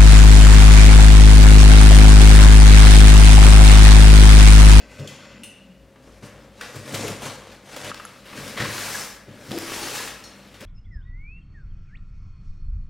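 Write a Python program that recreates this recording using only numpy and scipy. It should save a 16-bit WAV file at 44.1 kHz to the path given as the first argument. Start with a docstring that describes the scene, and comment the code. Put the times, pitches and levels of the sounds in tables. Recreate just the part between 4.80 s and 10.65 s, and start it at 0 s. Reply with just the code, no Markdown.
"""A soft, breathy hiss with steady resonances opens over a faint kitchen hum, and scissor blades clink.
Short strokes then slit the tape on a big cardboard box: stick-slip rasp, jerky tearing, cracks, drumming.
A loose plastic strap slaps down (decaying modes), then card scrapes as the box is turned in two shoves.
Hiss and friction are random impulse trains through coloured filters; walls and steel are decaying modes."""
import sys
import numpy as np
from scipy import signal
from scipy.fft import rfft, irfft
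from scipy.io import wavfile
from scipy.ndimage import uniform_filter1d

SR = 44100
rng = np.random.default_rng(int(sys.argv[2]) if len(sys.argv) > 2 else 0)


def wav_out(sig):
    """Save sig, one row per channel (or a flat mono array), as 16-bit PCM at SR to the path in sys.argv[1]."""
    wavfile.write(sys.argv[1], SR, np.round(np.clip(np.atleast_2d(sig).T, -1, 1) * 32767).astype(np.int16))


N = 258073


def amp(db):
    """Decibels to gain."""
    return 10 ** (np.asarray(db) / 20)


def unit(x):
    """Scales to rms 1."""
    return x / np.sqrt(np.mean(x ** 2) + 1e-20)


def read(points, hz):
    """Interpolates a table on a log-frequency axis."""
    table_hz, value = np.transpose(points)
    return np.interp(np.log(hz + 1), np.log(table_hz), value)


def add(mix, start_s, sound):
    """Adds a sound into the mix at start_s."""
    part = mix[round(start_s * SR):][:len(sound)]
    part += sound[:len(part)]


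def convolve(x, response):
    """Convolution cut to the length of x."""
    return signal.fftconvolve(x, response)[:len(x)]


def colour(x, points, tilt_db=0, size=2048):
    """Minimum-phase filter with the given spectrum and tilt per octave; keeps the power of white noise."""
    hz = abs(np.fft.fftfreq(size, 1 / SR))
    octaves = np.log2(np.maximum(hz, SR / size * 20))
    log_gain = np.log(amp(read(points, hz) + tilt_db * octaves))
    response = np.fft.ifft(np.exp(np.conj(signal.hilbert(log_gain)))).real
    return convolve(x, response / np.linalg.norm(response))


def ring(modes, size=16384):
    """Impulse response, of energy 1, of resonances given by their peak heights."""
    t = np.arange(size) / SR
    response = np.zeros(size)
    for hz, width_hz, db in modes:
        decay = np.exp(-np.pi * width_hz * t)
        response += amp(db) * width_hz * decay * np.sin(2 * np.pi * (hz * t + rng.random()))
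    return response / np.linalg.norm(response)


def slips(per_s, spread_db):
    """A random train of tiny impulses of random sign and uneven size, as in stick-slip."""
    size = amp(spread_db * np.minimum(rng.exponential(1, N), 4))
    happens = rng.random(N) < per_s / SR
    return unit(size * rng.choice([-1, 1], N) * happens)


def waver(per_s):
    """Slow random drift of rms 1."""
    width = max(int(SR / per_s), 2)
    return unit(uniform_filter1d(uniform_filter1d(rng.standard_normal(N), width), width))


def steady(x, size=2600):
    """Holds the short-term power of a vibration at 1."""
    return x / np.sqrt(uniform_filter1d(x ** 2, size) + 1e-9)


def gains(strokes, rise_shape=1.4, release_shape=1.0):
    """Force builds, holds and lets go; returns the gain curves of rasp, treble and box shudder."""
    t, power = np.arange(N) / SR, np.zeros((3, N))
    for full_s, rise_s, hold_s, release_s, rasp_db, treble_db, shudder_db in strokes:
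        before = np.maximum(full_s - t, 0) / rise_s
        after = np.maximum(t - full_s - hold_s, 0) / release_s
        force = np.exp(-np.minimum(before ** rise_shape + after ** release_shape, 20))
        power += (amp([[rasp_db], [rasp_db + treble_db], [rasp_db + shudder_db]]) * force) ** 2
    return np.sqrt(power)


def scrape(force, spectrum, per_s, spread_db, chatter_db, chatter_per_s, rasp_db, fizz_db, split_hz=5000):
    """Impulses whose level wavers at random; low rasp and high fizz follow separate gains."""
    clumps = slips(per_s, spread_db) * amp(chatter_db * waver(chatter_per_s))
    grit = colour(clumps, spectrum)
    low_pass = signal.butter(5, split_hz, "low", fs=SR, output="sos")
    high_pass = signal.butter(5, split_hz, "high", fs=SR, output="sos")
    rasp = unit(signal.sosfilt(low_pass, grit))
    fizz = unit(signal.sosfilt(high_pass, grit))
    return amp(rasp_db) * rasp * force[0] + amp(fizz_db) * fizz * force[1]


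# still air spectrum: freq_hz, level_db (per Hz)
AIR_SPECTRUM = [(25, -16), (55, -8), (78, -13), (100, -4), (130, -7), (260, -1), (430, -8), (620, -4),
                (780, -12), (1000, -13.5), (2000, -15), (4000, -21), (8000, -28), (15500, -35)]
AIR_DB = -57
# appliance hum bands: freq_hz, width_hz, level_db
HUM_BANDS = [(56.2, 5.6, -58.5), (194, 12, -60.5)]


def room_tone():
    """Faint air noise and the wavering hum of kitchen appliances, as narrow bands of noise."""
    hz = np.fft.rfftfreq(N, 1 / SR)
    shapes = [(amp(read(AIR_SPECTRUM, hz)), AIR_DB)]
    for freq_hz, width_hz, db in HUM_BANDS:
        shapes.append((np.exp(-((hz - freq_hz) / width_hz) ** 2), db))
    return sum(amp(db) * unit(irfft(rfft(rng.standard_normal(N)) * shape, N)) for shape, db in shapes)


# thin appliance tone: time_s, level_db
WHINE_LEVEL = [(0, -59.5), (1.2, -60.5), (3.3, -63), (5.8, -65)]
WHINE_HZ = 543.5


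def whine(drift=0.00061, drift_per_s=3.3):
    """A thin, nearly steady appliance tone that slowly fades."""
    level_db = np.interp(np.arange(N) / SR, *np.transpose(WHINE_LEVEL))
    pitch_hz = WHINE_HZ * (1 + drift * waver(drift_per_s))
    return amp(level_db) * unit(np.sin(2 * np.pi * np.cumsum(pitch_hz) / SR))


# room decay: freq_hz, t60_s
ROOM_DECAY = [(120, 0.68), (500, 1), (2000, 1), (6000, 0.55), (14000, 0.26)]


def kitchen(x, size=256):
    """Dense reflections off hard walls, each band dying at its own speed."""
    hz, t, z = signal.stft(rng.standard_normal(SR), SR, nperseg=size)
    decay = amp(-60 * t / read(ROOM_DECAY, hz)[:, None])
    tail = signal.istft(z * decay, SR, nperseg=size)[1]
    tail[:size] = 0  # gap before the first reflections
    return convolve(x, tail / np.linalg.norm(tail))


# difference between the microphone ports: freq_hz, level_db (against their sum)
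PORT_DIFFERENCE = [(50, -22), (400, -24), (1000, -25), (2800, -21), (5500, -13.5), (8000, -4),
                   (11000, -2.5), (15500, -2)]


def ports(mid, scatter_decay_s=.045):
    """Two close ports agree in the bass; scattered treble reaches them differently."""
    t = np.arange(SR // 4) / SR
    scatter = rng.standard_normal(len(t)) * np.exp(-t / scatter_decay_s)
    side = rfft(convolve(mid, scatter / np.linalg.norm(scatter)))
    side = irfft(side * amp(read(PORT_DIFFERENCE, np.fft.rfftfreq(N, 1 / SR))), N)
    return np.array([mid + side, mid - side]) * amp([[.9], [-1.0]])  # channel balance, dB


# air space and wide panels of the box: freq_hz, width_hz, level_db
BOX_LOW_MODES = [(100, 12.4, -4.5), (141.3, 13.5, 0.5), (159, 26, -3), (202, 28, -1), (227.3, 34, -3),
                 (274, 31, 0.5)]
# flaps and narrow panels: freq_hz, width_hz, level_db
BOX_HIGH_MODES = [(309, 47, 0.5), (396, 44, 0.5), (511, 82, -2), (599, 70, -0.5), (683, 100, -5),
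                  (814, 94, -8)]
LEAN_DB = -58.5  # faint shudder from the hand that leans on the box


def box_walls(handling, sliding, low_db=-2.5, high_db=-2, slide_low_db=-0.5, slide_high_db=1.5,
              lean_high_db=-5.5):
    """Random impulses keep the hollow box shuddering; sliding favours the narrow panels."""
    lean = np.ones(N)
    low_gain = np.linalg.norm(
        [amp(low_db) * handling, amp(slide_low_db) * sliding, amp(LEAN_DB) * lean], axis=0)
    high_gain = np.linalg.norm(
        [amp(high_db) * handling, amp(slide_high_db) * sliding, amp(LEAN_DB + lean_high_db) * lean], axis=0)
    low = convolve(slips(900, 0.41), ring(BOX_LOW_MODES))
    low = colour(low, [(50, -42.0), (75, -12), (95, 13.5), (300, -1.5), (700, -8)])
    high = convolve(slips(900, 3.14), ring(BOX_HIGH_MODES))
    high = colour(high, [(120, -32.5), (300, 3), (450, 2), (620, 3), (780, -4), (2000, -3.5)])
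    return low_gain * steady(low) + high_gain * steady(high)


# blows on the box: start_s, peak_db, contact_s
BUMPS = [(0.194, -30, 0.00042), (1.426, -35.5, 0.00032), (1.959, -30, 0.00039), (2.142, -32, 0.00061),
         (2.2, -35, 0.00099), (2.286, -37, 0.00084), (2.45, -32, 0.00055), (3.573, -29.5, 0.00061),
         (3.799, -24.5, 0.0011), (3.823, -25, 0.00093), (4.479, -35.5, 0.000089), (4.684, -32, 0.0019),
         (4.708, -38, 0.00055)]


def thuds():
    """A push sets all walls ringing; a longer contact sounds duller."""
    out, t = np.zeros(N), np.arange(SR // 3) / SR
    walls = np.zeros(len(t))
    for k, (hz, width_hz, db) in enumerate(BOX_LOW_MODES + BOX_HIGH_MODES):
        walls += (-1) ** k * amp(db) * np.exp(-np.pi * width_hz * t) * np.sin(2 * np.pi * hz * t)
    for start_s, peak_db, contact_s in BUMPS:
        thud = convolve(walls, t * np.exp(-t / contact_s))
        add(out, start_s, amp(peak_db) * thud / abs(thud).max())
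    return out


# hollow knocks of the box: start_s, level_db, pitch_hz, swell_s
KNOCKS = [(0.198, -35, 141.4, 0.013), (1.956, -40, 156, 0.012), (2.139, -27.5, 153, 0.007),
          (2.24, -28.5, 449, 0.0044), (2.297, -34, 177, 0.012), (3.803, -26, 170, 0.0036),
          (3.821, -23.5, 129, 0.0067), (3.846, -31, 230, 0.0019), (3.886, -32, 168, 0.0036),
          (4.713, -22.5, 241, 0.002), (4.728, -26.5, 341, 0.0035), (4.745, -26, 308, .004),
          (4.7728, -27, 337, 0.0026), (4.828, -31, 347, 0.0022)]


def knocks(overtone=2.3, overtone_db=-11):
    """A wall buckles or the bottom edge hops on the table: a hollow knock of a few cycles."""
    out, t = np.zeros(N), np.arange(SR // 6) / SR
    for start_s, db, hz, swell_s in KNOCKS:
        phase = 2 * np.pi * hz * t
        envelope = t / swell_s * np.exp(1 - t / swell_s)
        tone = np.sin(phase) + amp(overtone_db) * np.sin(overtone * phase)
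        add(out, start_s, amp(db) * envelope * tone)
    return out


# friction locks onto one panel: start_s, length_s, pitch_hz, width_hz, level_db
GROANS = [(0.527, 0.13, 212, 91, -49), (0.795, 0.15, 183, 18, -51.5), (1.809, .014, 1400, 450, -37.5),
          (2.231, 0.047, 434, 250, -34), (4.725, 0.065, 336, 140, -37.5), (5.009, .08, 343, 120, -42.5)]


def groans():
    """Short juddering notes of the box walls: noise through one resonance twice."""
    out = np.zeros(N)
    for start_s, length_s, hz, width_hz, db in GROANS:
        count = int(length_s * SR)
        wall = ring([(hz, width_hz, 0)])
        note = convolve(convolve(rng.standard_normal(SR // 2), wall), wall)[-count:]
        add(out, start_s, amp(db) * unit(note) * signal.windows.tukey(count, .25))
    return out


# squeaks of the sliding card: start_s, length_s, first_hz, last_hz, level_db
SQUEAKS = [(3.765, 0.021, 2100, 1960, -35.5), (3.801, 0.015, 1886, 1790, -25.5),
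           (3.85, 0.013, 1100, 1040, -30), (4.145, 0.018, 1714, 1654, -26.5),
           (5.199, 0.016, 1074, 970, -36)]


def squeaks(jitter=0.035, jitter_per_s=600, octave_db=-15):
    """The card sticks and slips regularly for an instant: a short, falling squeak."""
    out = np.zeros(N)
    for start_s, length_s, first_hz, last_hz, db in SQUEAKS:
        count = int(length_s * SR)
        pitch_hz = np.linspace(first_hz, last_hz, count) * (1 + jitter * waver(jitter_per_s)[:count])
        phase = 2 * np.pi * np.cumsum(pitch_hz) / SR
        tone = np.sin(phase) + amp(octave_db) * np.sin(2 * phase)
        add(out, start_s, amp(db) * signal.windows.tukey(count, .6) * tone)
    return out


def crackle(force, crackle_db=-6.5, per_s=24, spread_db=1.9, count=14):
    """Single fibres and flute edges give way under the rubbing: tiny pops at a range of pitches."""
    pops = np.zeros(N)
    for hz in np.geomspace(700, 6000, count):
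        pops += convolve(slips(per_s, spread_db), ring([(hz, hz / 9, 0)], size=1024)) * hz ** -.35
    return amp(crackle_db) * force * unit(pops)


# spectrum of a release: freq_hz, level_db (per Hz)
SNAP_SPECTRUM = [(200, -12.5), (700, -11.5), (1100, -1), (1800, 1.5), (2600, 0.5), (3500, -1), (5000, -2.5),
                 (8000, -8.5), (15500, -15)]
# cardboard and tape catching and letting go: start_s, level_db, decay_s, tilt_db (per octave)
SNAPS = [(0.195, -42.5, 0.011, -2.5), (1.8104, -26.5, 0.005, -2.5), (1.818, -36, 0.036, -4),
         (1.157, -46.5, 0.0099, -8.5), (1.273, -48, 0.022, -11), (1.424, -46, 0.076, -6),
         (1.924, -43, .004, 0), (1.956, -39, 0.01, 3), (2.077, -39, .006, 0), (2.124, -35, .005, 4),
         (2.143, -26, 0.017, 0.5), (2.279, -30.5, 0.0087, 1), (2.42, -34, 0.0036, 3),
         (2.716, -46.5, .02, -1.5), (2.963, -34.5, 0.01, 1), (3.034, -24.5, 0.00092, -6.5),
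         (3.045, -29.5, 0.0046, -1), (3.1436, -26.5, 0.0027, -2), (3.176, -32, 0.0016, -3.5),
         (3.528, -34, 0.0071, -6.5), (3.573, -31.5, 0.0069, -3), (3.676, -36.5, 0.017, 0),
         (3.7753, -28.5, 0.017, -4.5), (3.799, -25.5, 0.019, -3), (3.821, -25, 0.0079, -4.5),
         (3.844, -29, 0.013, -2.5), (3.979, -26.5, 0.0095, -3), (4.7086, -29, 0.0036, -2),
         (4.716, -24.5, 0.0027, -0.5), (4.778, -26.5, 0.0027, -0.5), (4.786, -19, 0.0013, 4),
         (4.878, -29, 0.0044, -6), (4.918, -27, 0.0047, -8.5), (4.934, -27, 0.0018, -3),
         (5.149, -30, 0.025, 1), (5.275, -32, 0.016, -2.5), (5.741, -43.5, 0.02, -3),
         (5.806, -41.5, 0.0093, 2.5)]


def snaps(rise_s=.0007):
    """Each release is a quickly dying burst of fibre cracks."""
    out, t = np.zeros(N), np.arange(SR // 4) / SR
    rise = 1 - np.exp(-t / rise_s)
    for start_s, db, decay_s, tilt_db in SNAPS:
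        burst = rng.standard_normal(len(t)) * rise * np.exp(-t / decay_s)
        add(out, start_s, amp(db) * colour(burst, SNAP_SPECTRUM, tilt_db))
    return out


# strap's hollow knock: freq_hz, width_hz, level_db
STRAP_KNOCK = [(1270, 170, -0.5), (1490, 154, -10), (2620, 430, -4)]
# strap's bright tick: freq_hz, width_hz, level_db
STRAP_TICK = [(6500, 380, -0.5), (7260, 210, -7), (10470, 350, 4), (11000, 520, -1)]
# slaps and rebounds: start_s, knock_db, tick_db, knock_pitch (factor)
SLAPS = [(3.1158, -14.5, -54, 1.03), (3.1245, -33, -46, 1), (3.1984, -22, -44, 1.05),
         (3.2032, -22.5, -54, 1), (3.2514, -21.5, -25, 1.08), (3.2572, -46, -32, 1.05)]


def strap(rise_s=0.0008):
    """The loose strap clacks: a hollow knock whose pitch differs per slap, and a tick from its hard edge."""
    out, t = np.zeros(N), np.arange(SR // 10) / SR
    rise = 1 - np.exp(-t / rise_s)
    for start_s, knock_db, tick_db, knock_pitch in SLAPS:
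        for modes, db, pitch in ((STRAP_KNOCK, knock_db, knock_pitch), (STRAP_TICK, tick_db, 1)):
            clack = np.zeros(len(t))
            for hz, width_hz, mode_db in modes:
                decay = np.exp(-np.pi * width_hz * t)
                clack += amp(mode_db) * decay * np.sin(2 * np.pi * hz * pitch * t)
            add(out, start_s, amp(db) * rise * clack)
    return out


# steel blades snipped shut: freq_hz, level_db, t60_s
BLADES = [(2000, -9, 0.045), (2700, 3, .025), (2760, -1, .06), (2850, 2, 0.069), (2890, 2, .025),
          (3570, -8, .03), (4190, -9, .05), (5200, -14, .02), (6170, -4, 0.013), (6950, -19, .015),
          (8600, 0, 0.011), (8730, -1, 0.025), (9250, -11, .012), (9870, -3, 0.0093), (10020, 0.5, .015),
          (10820, -13, .015), (12320, -9, .015)]
# blades standing open: freq_hz, level_db, t60_s
OPEN_BLADES = [(3830, -7, 0.033), (4300, 1, .06), (4420, -10, .05), (5140, -1, .02), (5640, 0, .045),
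               (6600, -1, 0.0088), (8800, -6, .015), (10900, -15, .02)]
# blades pressed against the box edge: freq_hz, level_db, t60_s
PRESSED_BLADES = [(3125, -3, .07), (3420, 0, 0.023), (4400, -1, .012), (5400, -10, .015), (6150, -5, .015),
                  (6780, -2, .025), (7500, -8, .02), (10300, -14, .012)]
# blades meeting: start_s, ring_db, tick_db, chatter_decay_s, modes (one of the three above)
CLINKS = [(0.274, -36.5, -45, .007, PRESSED_BLADES), (0.634, -34.5, -43.5, 0.017, BLADES),
          (5.438, -40, -48, .018, OPEN_BLADES)]


def scissors(tick_decay_s=0.013, rise_s=0.0012, size=441):
    """A bright tick, then the blades chatter on each other and keep striking their own modes."""
    out, t = np.zeros(N), np.arange(SR // 2) / SR
    attack = 1 - np.exp(-t / rise_s)
    for start_s, ring_db, tick_db, chatter_s, modes in CLINKS:
        steel = np.zeros(len(t))
        for hz, db, t60_s in modes:
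            contacts = rng.standard_normal(len(t)) * np.exp(-t / chatter_s)
            contacts[0] = np.linalg.norm(contacts)  # the first blow is as strong as all that follow
            mode = amp(-60 * t / t60_s) * np.sin(2 * np.pi * hz * t)
            steel += amp(db) * unit(convolve(contacts, mode))
        steel /= steel[:size].std()  # levelled on the first 10 ms
        tick = rng.standard_normal(len(t)) * np.exp(-t / tick_decay_s)
        tick = colour(tick, [(800, -12), (3000, -2), (6500, -3), (9500, -1), (15500, -10)])
        add(out, start_s, attack * (amp(ring_db) * steel + amp(tick_db) * tick))
    return out


def shifting(x, patch_db=1.9, size=512):
    """Random gains over time and frequency: the colour changes from moment to moment."""
    z = signal.stft(x, nperseg=size)[2]
    patches = uniform_filter1d(rng.standard_normal(z.shape), size=4, axis=0)
    patches = uniform_filter1d(patches, size=5, axis=1)
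    moved = signal.istft(z * amp(patch_db * unit(patches)), nperseg=size)[1][:N]
    return unit(moved) * x.std()


# cardboard friction spectrum: freq_hz, level_db (per Hz)
CARD_SPECTRUM = [(300, -9.5), (450, 3.5), (620, -5.5), (900, 0), (1700, 2.5), (2600, 1), (4000, -2.5),
                 (6000, -10), (8000, -13), (11000, -16), (15500, -23)]
# pushes that shift the box on the table:
# full_s, rise_s, hold_s, release_s, rasp_db, treble_db (against rasp), shudder_db (against rasp)
PUSHES = [(3.17, 0.016, 0.088, 0.25, -49.5, -6, -5), (3.458, 0.005, 0.11, 0.027, -47, -7.5, -5),
          (3.58, 0.035, 0.12, 0.085, -42, -3.5, 0.5), (3.785, 0.022, 0.042, 0.093, -34, -14, -2.5),
          (4.49, 0.015, 0.21, 0.057, -54.5, -13, 6), (4.716, 0.017, 0.047, 0.083, -43.5, -5, 3.5),
          (5.5, 0.23, 0.3, 0.069, -54.5, -7, -2), (5.812, 0.011, 0.024, .05, -46, -9.5, 0.5)]
# long slides as the box swings round:
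# full_s, rise_s, hold_s, release_s, rasp_db, treble_db (against rasp), shudder_db (against rasp)
SLIDES = [(4.02, 0.19, 0.15, 0.12, -36, 0.67, -12), (4.95, 0.18, 0.24, 0.13, -36, -1.3, -11.5)]


def shoves(push, slide):
    """Dense slips of card on the table as the box is pushed and swung round."""
    return scrape(np.hypot(push, slide), CARD_SPECTRUM, per_s=7000, spread_db=1.5,
                  chatter_db=0.25, chatter_per_s=29, rasp_db=-0.63, fizz_db=0.5)


# noise spectrum shared by hiss, cuts and tearing: freq_hz, level_db (per Hz)
TAPE_SPECTRUM = [(300, -19.5), (450, -4), (620, 2), (900, 4.5), (1600, 2), (2600, 2), (4000, -1.5),
                 (6000, -5), (8000, -8), (11000, -13), (15500, -25.5)]
# swells of the breathy hiss:
# full_s, rise_s, hold_s, release_s, rasp_db, treble_db (against rasp), shudder_db (against rasp)
BREATH_STROKES = [(0.0, .02, 0.025, 0.071, -49.5, -10, -0.5), (0.125, 0.043, 0.068, .03, -51, 0, -2),
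                  (0.2, 0.014, 0.057, 0.034, -49, -3.5, 9), (0.285, 0.018, 0.025, 0.11, -46.5, -2, -20),
                  (0.42, 0.047, 0.098, 0.18, -51, -19, -2)]
# resonances in the hiss: freq_hz, width_hz, level_db
BREATH_RESONANCES = [(1550, 41, 6.5), (2034, 75, 7.5), (2570, 130, 2.5), (2710, 160, 0.5), (3170, 86, -2),
                     (3420, 360, -4), (4600, 570, -4), (5300, 290, -5.5), (6840, 200, -12),
                     (7400, 300, -8.5), (10200, 250, -20)]


def breathy_hiss(force, resonance_db=-2, drift=.012, drift_per_s=5):
    """A soft, breathy hiss: dense noise plus resonances that hold their pitch but for a slight drift."""
    hiss = scrape(force, TAPE_SPECTRUM, per_s=9700, spread_db=4.5, chatter_db=1.5, chatter_per_s=59,
                  rasp_db=-1.5, fizz_db=-7)
    drive = slips(7300, 1.5)
    resonant = np.zeros(N)
    for hz, width_hz, db in BREATH_RESONANCES:
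        resonant += amp(db) * np.sqrt(width_hz) * convolve(drive, ring([(hz, width_hz, 0)]))
    read_at = np.cumsum(1 + drift * waver(drift_per_s))
    resonant = np.interp(read_at, np.arange(N), resonant)
    return hiss + amp(resonance_db) * force[0] * unit(resonant)


# flaps held taut by the tape: freq_hz, width_hz, level_db
TAPED_FLAPS = [(498, 85, -1), (650, 62, -7.5)]


def tearing(force, tear_db=-6.5, per_s=130, spread_db=1.3, burst_s=.0012, wall_db=-7):
    """The tape gives way in little jerks, each a tight burst of cracks that also plucks the flaps."""
    t = np.arange(SR // 50) / SR
    envelope = convolve(abs(slips(per_s, spread_db)), np.exp(-t / burst_s))
    bursts = envelope * rng.standard_normal(N)
    tear = unit(colour(bursts, TAPE_SPECTRUM))
    flaps = unit(convolve(bursts, ring(TAPED_FLAPS)))
    return force * (amp(tear_db) * tear + amp(wall_db) * flaps)


# blade strokes over and through the tape:
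# full_s, rise_s, hold_s, release_s, rasp_db, treble_db (against rasp), shudder_db (against rasp)
STROKES = [(1.27, 0.066, 0.12, .03, -60.5, -3, 4), (1.44, 0.02, 0.016, .05, -55, 2.5, 8),
           (1.56, .04, 0.078, 0.15, -58, -7, 4.5), (1.785, 0.026, 0.023, .01, -51, -8, -4),
           (1.815, 0.0074, 0.1, .02, -50, 0, -2), (1.962, 0.03, 0.0092, 0.071, -45, -1.5, 3),
           (2.085, 0.036, 0.059, .02, -43.5, -3, 2.5), (2.145, 0.022, 0.16, 0.054, -37.5, -2, 2),
           (2.44, 0.03, 0.024, 0.067, -36, -4, -4), (2.6, 0.14, 0.15, 0.051, -51.5, -7.5, -2.5),
           (2.965, 0.081, 0.059, 0.016, -42, -4, -5), (3.04, 0.0076, 0.0692, 0.0023, -38.5, -5.5, -3)]


def cuts(force):
    """The blade rasps over the tape, slipping in clumps across fibres, while the tape tears."""
    rasp = scrape(force, TAPE_SPECTRUM, per_s=4000, spread_db=-2.0, chatter_db=0.7, chatter_per_s=93,
                  rasp_db=-1.5, fizz_db=-1)
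    return rasp + tearing(force[0])


def scene():
    """All sources, each with its share of the room."""
    breath, cut, push = gains(BREATH_STROKES), gains(STROKES), gains(PUSHES)
    slide = gains(SLIDES, rise_shape=1.3, release_shape=1.51)
    shudder = box_walls(np.linalg.norm([breath[2], cut[2], push[2]], axis=0), slide[2])
    walls = shudder + groans() + thuds() + knocks()
    textures = shifting(breathy_hiss(breath) + cuts(cut) + shoves(push, slide))
    textures += crackle(np.linalg.norm([cut[0], push[0], slide[0]], axis=0)) + squeaks()
    cracks, steel, clacks = snaps(), scissors(), strap()
    to_room = amp(-10.5) * textures + amp(-10) * walls + amp(-4.0) * cracks
    to_room += amp(-3) * steel + amp(-13.5) * clacks
    direct = textures + walls + cracks + steel + clacks
    return ports(direct + kitchen(to_room) + room_tone() + whine())


def record(dry, edge_hz=15900):
    """Steep linear-phase low-pass: the upper band limit."""
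    low_pass = signal.firwin(511, edge_hz, window=("kaiser", 9), fs=SR)
    return signal.oaconvolve(dry, low_pass[None], "same")


dry = scene()
out = record(dry)
wav_out(out)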